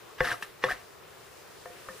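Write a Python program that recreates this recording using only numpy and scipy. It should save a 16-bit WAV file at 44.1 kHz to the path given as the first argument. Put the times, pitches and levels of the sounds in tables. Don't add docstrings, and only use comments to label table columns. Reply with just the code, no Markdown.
import sys
import numpy as np
from scipy import signal
from scipy.io import wavfile
from scipy.ndimage import uniform_filter1d

SR = 44100
rng = np.random.default_rng(int(sys.argv[2]) if len(sys.argv) > 2 else 0)


def magnitude_from_level(level_db):
    exponent = np.asarray(level_db, float) / 20
    return 10 ** exponent


def generate_wav(sig):
    pcm = np.round(np.clip(np.atleast_2d(sig).T, -1, 1) * 32767).astype(np.int16)
    wavfile.write(sys.argv[1], SR, pcm)


N = 88200

# (frequency [Hz], density [dB per Hz])
HUSH_SPECTRUM = [(25, -38), (66, -24), (368, -13.5), (433, 1.5), (703, -8.5), (1020, -6), (7500, -21),
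                 (14300, -25.5), (15500, -25)]
# (time [s], level [dB])
HUSH_FADER = [(0.0, -52.5), (0.41, -51.5), (1.06, -51.5), (2.0, -50.5)]
# (centre [Hz], width [Hz], level [dB])
HUSH_HUMPS = [(398.3, 98, -10.5), (1064, 67, -22.5), (121.6, 113, -12)]
# (time [s], level [dB])
RUSTLE_FADER = [(0, -83), (.9, -84), (1.25, -62), (1.62, -62.5), (1.85, -57.5), (2, -52.5)]
# (frequency [Hz], likeness [0 to 1])
HUSH_LIKENESS = [(60, 0.34), (180, 0.14), (550, 0.034), (1650, 0.47), (4970, 0.33), (15000, 0.016)]
# (frequency [Hz], left over right [dB])
NOISE_LEAN = [(60, 11), (180, -7.5), (550, 3.5), (1650, 2.5), (4970, 2), (15000, -4)]
# (frequency [Hz], left over right [dB])
WOOD_LEAN = [(120, 1), (500, 4.6), (1100, 2.2), (2000, 1.2), (4000, .4)]
# (time [s], level [dB], pitch [Hz])
FLOOR_THUDS = [(0.207, -30.5, 141), (0.206, -29.5, 46), (.318, -40, 112), (.639, -30.5, 390),
               (.645, -39, 191), (0.662, -39, 135), (0.721, -47, 50), (1.9, -47, 194), (0.49, -52, 87),
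               (1.887, -53, 55)]
# (time [s], pitch [Hz], level [dB], T60 [s])
SINGLE_RINGS = [(1.657, 507, -41, .22), (1.658, 707, -41, .22), (1.704, 500, -45, .09),
                (1.888, 520, -40.5, .17), (1.894, 1780, -45, .08), (1.8868, 1250, -38, .04),
                (.431, 1800, -44, .1), (.709, 720, -29, .13), (.313, 715, -37, .1), (.6388, 3560, -31, .04),
                (.6388, 4250, -33, .04), (.6388, 5700, -28, .035)]
# (pitch [Hz], level when knocked [dB], T60 [s], level when rubbed [dB])
WOOD_MODES = [(380.6, -11.5, 0.11, -32), (511.4, 4, 0.16, -15.5), (720, -7, 0.15, -4.5),
              (870, -7, 0.06, -28), (1106, -1, 0.073, -8), (1260, -47, 0.07, -0.5), (1340, -47, 0.08, -32),
              (1600, -36, 0.011, -1), (1628, 0, 0.064, -5), (1802, 6, 0.073, -5.5), (1982, 0.5, 0.056, -1),
              (2310, 5, 0.011, -26), (2854, -5.5, 0.051, -19), (3460, -9, 0.05, -30)]
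# (time [s], crack [dB], crack pitch [Hz], rings under 1 kHz [dB], rings above [dB])
KNOCKS = [
    (0.2046, -15, 1647, -12.5, -15.5),
    (0.425, -50, 1860, -56, -46),
    (.638, -14.5, 1810, -13.5, -15),
    (1.6562, -32.5, 1120, -58, -42.5),
    (1.705, -59, 674, -69, -60),
    (1.8862, -31, 1290, -49, -39),
]
# (pitch [Hz], level [dB], T60 [s])
SPLINTER_RINGS = [(3650, -16, 0.044), (4170, -3, 0.099), (4980, 6, 0.031), (5320, 1, 0.084),
                  (5600, -14, .035)]
# (time [s], level [dB], favoured pitch [Hz], length [s])
SLIPS = [(0.243, -26.5, 1590, 0.005), (0.254, -30, 1704, 0.0076), (0.272, -23, 1660, 0.0023),
         (0.275, -30.5, 1795, 0.0076), (0.2846, -28, 1910, 0.0077), (.303, -33, 1640, 0.0068),
         (0.3143, -22.5, 1665, 0.0058), (0.324, -30, 1487, 0.0053), (0.322, -48, 508, 0.017),
         (0.339, -39.5, 1230, 0.0083), (0.4234, -36, 2980, 0.0037), (.4238, -32.5, 1470, 0.0023),
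         (0.4247, -31.5, 1827, 0.0059), (0.4334, -40, 1860, 0.0055), (.255, -50.5, 513, 0.028),
         (0.673, -44, 587, .02), (0.689, -32, 1480, 0.0086), (.718, -28.5, 1770, 0.0058),
         (0.684, -33, 1223, 0.0071), (0.695, -31, 1600, 0.0056), (0.703, -24, 1800, 0.0054),
         (.710, -25, 1737, 0.0046), (0.7114, -38, 1810, 0.0043), (0.716, -31, 1700, 0.0069),
         (0.734, -40, 1790, 0.0027), (.746, -49, 1780, 0.0032), (1.658, -57, 1800, 0.0043)]
# (time [s], pressure [dB], sliding speed as fine hiss [dB])
STROKES = [
    [(.16, -119, -6), (.185, -61, -13), (.22, -63, 1.5), (.25, -52, -3.5), (.29, -53.5, -3.5),
     (.322, -52, -3), (.36, -67.5, 4), (.41, -78.5, 5)],
    [(.41, -71, 3), (.422, -70, 7), (.4255, -50, -2.5), (.438, -60, -1.5), (.46, -72.5, 4.5), (.52, -79, 2)],
    [(.6, -96, -8), (.63, -57, -18), (.645, -54.5, -6.5), (.68, -60.5, -3.5), (.712, -53.5, -1),
     (.735, -60.5, -2), (.76, -69.5, -2), (.85, -80, 1)],
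]
STROKE_WEIGHT_DB = [0, -14, 0]
# (frequency [Hz], density [dB per Hz])
RUB_SPECTRUM = [(200, -19), (728, -8.5), (957, -7.5), (1650, -5), (2290, -11), (6500, -20.5),
                (12500, -16.5), (15500, -29.5)]

WEIGHT_HZ = 1300
DULL_DB_PER_OCT = 16
RING_DELAY_S = 0.000963


def rms_one(x):
    return x / np.sqrt(np.mean(x ** 2) + 1e-20)


def in_time(rows, axis=1):
    rows = np.array(rows)
    return np.interp(np.arange(N) / SR, rows[:, 0], rows[:, axis])


def at_hz(points, hz):
    points = np.array(points)
    return np.interp(np.log(hz), np.log(np.maximum(points[:, 0], 1)), points[:, 1])


def pan(lean_db):
    return magnitude_from_level([[lean_db / 2], [-lean_db / 2]])


def drift(rate_hz):
    r = np.exp(-2 * np.pi * rate_hz * 40 / SR)
    white = rng.standard_normal(N // 40 + 2002)
    slow = rms_one(signal.lfilter([1], [1, -2 * r, r * r], white)[2000:])
    return np.interp(np.arange(N) / 40, np.arange(len(slow)), slow)


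def click(s):
    return 1. * (np.arange(N) == int(s * SR))


def cushion(hits):
    return signal.lfilter(*signal.butter(2, 3740, fs=SR), hits)


def ring(clicks, hz, t60):
    r, w = magnitude_from_level(-60 / (t60 * SR)), 2 * np.pi * hz / SR
    return signal.lfilter([0, np.sin(w)], [1, -2 * r * np.cos(w), r * r], clicks + 1e-18)


def band(x, low_hz, high_hz):
    sos = signal.butter(2, [low_hz, min(high_hz, SR / 2.2)], "band", fs=SR, output="sos")
    return signal.sosfilt(sos, x)


def banded(white, spectrum, patchy_db, alike_at):
    out, together = 0, drift(1.5)
    edges = 22 * 2 ** np.arange(0, 9.6, .5)
    for k, (low, high) in enumerate(zip(edges, edges[1:])):
        mid, side = band(white[k % 2], low, high)
        hz = np.sqrt(low * high)
        alike = np.clip(alike_at(hz), -1, 1)
        flicker_db = patchy_db * (.3 * together + .6 * drift(6))
        gain = magnitude_from_level(at_hz(spectrum, hz) + flicker_db) * pan(at_hz(NOISE_LEAN, hz))
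        out = out + gain * (np.sqrt(1 + alike) * mid + np.sqrt(1 - alike) * side * [[1], [-1]])
    return rms_one(out)


def hush():
    white = rng.standard_normal((2, 2, N))
    out = banded(white, HUSH_SPECTRUM, 1.93, lambda hz: at_hz(HUSH_LIKENESS, hz) + 0.017)
    mid, side = rng.standard_normal((2, N))
    air = mid + 0.69 * side * np.array([[1], [-1]])
    for hz, width_hz, db in HUSH_HUMPS:
        out = out + magnitude_from_level(db) * rms_one(band(air, hz - width_hz / 2, hz + width_hz / 2))
    return magnitude_from_level(in_time(HUSH_FADER) + 0.5) * out


def rustle():
    level = magnitude_from_level(in_time(RUSTLE_FADER) + 0.5 * drift(45))
    return level * rms_one(band(rng.standard_normal((2, N)), 2200, 11700))


def whine():
    tone = np.sqrt(2) * np.sin(2 * np.pi * 14835 * np.arange(N) / SR)
    return magnitude_from_level(-70.5) * pan(-5) * tone


def garage(x):
    t60_s, wall_cut_hz = 0.25, 3400
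    out, dull = np.zeros((2, N)), np.exp(-2 * np.pi * wall_cut_hz / SR)
    for k, lag in enumerate((rng.uniform(.006, .03, 16) * SR).astype(int)):
        loop, state = x.copy(), [0.]
        gain = magnitude_from_level(-60 * lag / SR / t60_s)
        for i in range(lag, N, lag):
            back, state = signal.lfilter([gain * (1 - dull)], [1, -dull], loop[i - lag:i], zi=state)
            loop[i:i + lag] += back[:N - i]
        out[k % 2] += (loop - x) * (-1) ** (k // 2)
    return out


def floor_thuds():
    return sum(magnitude_from_level(db) * ring(cushion(click(s)), hz, 0.11) for s, db, hz in FLOOR_THUDS)


def single_rings():
    out = np.zeros((2, N))
    for s, hz, db, t60 in SINGLE_RINGS:
        out += magnitude_from_level(db) * pan(at_hz(WOOD_LEAN, hz)) * ring(cushion(click(s)), hz, t60)
    return out


def knocked_wood():
    s, _, crack_hz, low_db, high_db = np.transpose(KNOCKS)
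    spots_db = rng.normal(0, 2.3, (len(s), len(WOOD_MODES)))
    out = np.zeros((2, N))
    for k, (hz, knock_db, t60, _) in enumerate(WOOD_MODES):
        hits, low = np.zeros(N), hz < 1000
        at = ((s + RING_DELAY_S + low * 0.0014) * SR).astype(int)
        dull_db = DULL_DB_PER_OCT * np.log2(crack_hz / 1600) * max(np.log2(hz / 1900), 0)
        level_db = -11 + knock_db + spots_db[:, k] + (low_db if low else high_db) + dull_db
        hits[at] = (-1) ** k * magnitude_from_level(level_db)
        out += ring(cushion(hits), hz, t60) * pan(at_hz(WOOD_LEAN, hz))
    return out


def burst(s, length_s, hz, rough, sag_oct=0):
    out, size = np.zeros(N), int(length_s * SR)
    noise, along = rng.standard_normal(SR // 20)[:size], np.linspace(0, 1, size)
    phase = np.cumsum(2 * np.pi * hz * 2 ** (sag_oct * (.5 - along)) / SR)
    tone = np.sin(phase + rough * np.cumsum(noise) / 8)
    out[int(s * SR):int(s * SR) + size] = np.hanning(size) * tone * (1 + rough * uniform_filter1d(noise, size=12))
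    return out


def cracks():
    crack_s = 0.00334
    out = np.zeros((2, N))
    for s, db, hz, _, _ in KNOCKS:
        out += magnitude_from_level(db) * pan(1.8) * burst(s, crack_s, hz, 0.49, sag_oct=0.77)
        hard = db > -25
        out += hard * magnitude_from_level(db - 6.5) * burst(s + 0.00095, crack_s, min(hz * 0.628, 1050), 0)
        splinters = sum(magnitude_from_level(d) * ring(click(s + RING_DELAY_S), f, t60) for f, d, t60 in SPLINTER_RINGS)
        out += magnitude_from_level(db - 35 + DULL_DB_PER_OCT * np.log2(hz / 1600)) * splinters
    return out


def grit_grains():
    sizes = magnitude_from_level(2 * np.minimum(rng.exponential(1, N), 5)) * rng.choice([-1, 1], N)
    return rms_one(sizes * (rng.random(N) < 3600 / SR))


def slip_chirps():
    return sum(magnitude_from_level(db) * burst(s, length_s, hz, .3) for s, db, hz, length_s in SLIPS)


def rubbed_wood(grit, slips, pressure, weight):
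    out = np.zeros((2, N))
    for hz, _, t60, rub_db in WOOD_MODES:
        body = weight if hz < WEIGHT_HZ else 1
        drive = magnitude_from_level(rub_db - 10) * pressure * grit * body + magnitude_from_level(-35) * slips
        out += ring(drive, hz, t60 * .42) * pan(at_hz(WOOD_LEAN, hz))
    return out


def rub_hiss(grit, speed, weight):
    def split(x, hz, kind):
        return signal.sosfiltfilt(signal.butter(2, hz, kind, fs=SR, output="sos"), x)

    white = rng.standard_normal((2, 2, N)) + 0.66 * grit * [[1], [0]]
    hiss = banded(white, RUB_SPECTRUM, 1.5, lambda hz: .9 - .3 * max(np.log2(hz / 2000), 0))
    hiss = signal.sosfilt(signal.butter(2, 448, "high", fs=SR, output="sos"), hiss)
    body, fine = split(hiss, WEIGHT_HZ, "low"), split(hiss, 5000, "high")
    return hiss + (weight - 1) * body + (speed - 1) * fine


def rasp(grit):
    low_hz, high_hz, count, ring_cycles = 2356, 6300, 16, 55
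    dealt = np.where(rng.random(N) < .7, rng.integers(0, count, N), -1)
    fibres = []
    for k, hz in enumerate(np.geomspace(low_hz, high_hz, count)):
        gain = magnitude_from_level(3.5 * drift(24.0) - 1.3 * np.log2(hz / low_hz))
        fibres.append(gain * ring(grit * (dealt == k), hz, ring_cycles / hz))
    leans_db = rng.normal(0, 2.6, count)
    return rms_one(sum(fibre * pan(lean_db) for fibre, lean_db in zip(fibres, leans_db)))


def drag(grit, slips):
    t = np.arange(N) / SR
    during = [(t >= rows[0][0]) * (t < rows[-1][0]) for rows in STROKES]
    pressure = sum(magnitude_from_level(in_time(rows)) * on for rows, on in zip(STROKES, during))
    speed = sum(magnitude_from_level(in_time(rows, axis=2)) * on for rows, on in zip(STROKES, during))
    weight = sum(magnitude_from_level(db) * on for db, on in zip(STROKE_WEIGHT_DB, during))
    out = rubbed_wood(grit, slips, pressure, weight) + slips * pan(1.4)
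    out += magnitude_from_level(17) * pressure * rub_hiss(grit, speed, weight)
    return out + magnitude_from_level(8.5) * pressure * rasp(grit)


def scene():
    grit, slips = grit_grains(), slip_chirps()
    wood = floor_thuds() + single_rings() + knocked_wood() + cracks() + drag(grit, slips)
    t = np.arange(N) / SR
    wood[0] = np.interp(t - .000025, t, wood[0])
    return wood + magnitude_from_level(-19.5) * garage(wood.mean(axis=0)) + hush() + rustle()


def top_cut(x):
    return signal.sosfilt(signal.butter(12, 15720, fs=SR, output="sos"), x)


def record(dry):
    def below(hz):
        return signal.sosfiltfilt(signal.cheby2(12, 30, hz, fs=SR, output="sos"), dry)

    low, full = below(14400), below(15900)
    mix = low + magnitude_from_level(-16) * (full - low) + whine()
    return top_cut(mix)


dry = scene()
out = record(dry)
generate_wav(out)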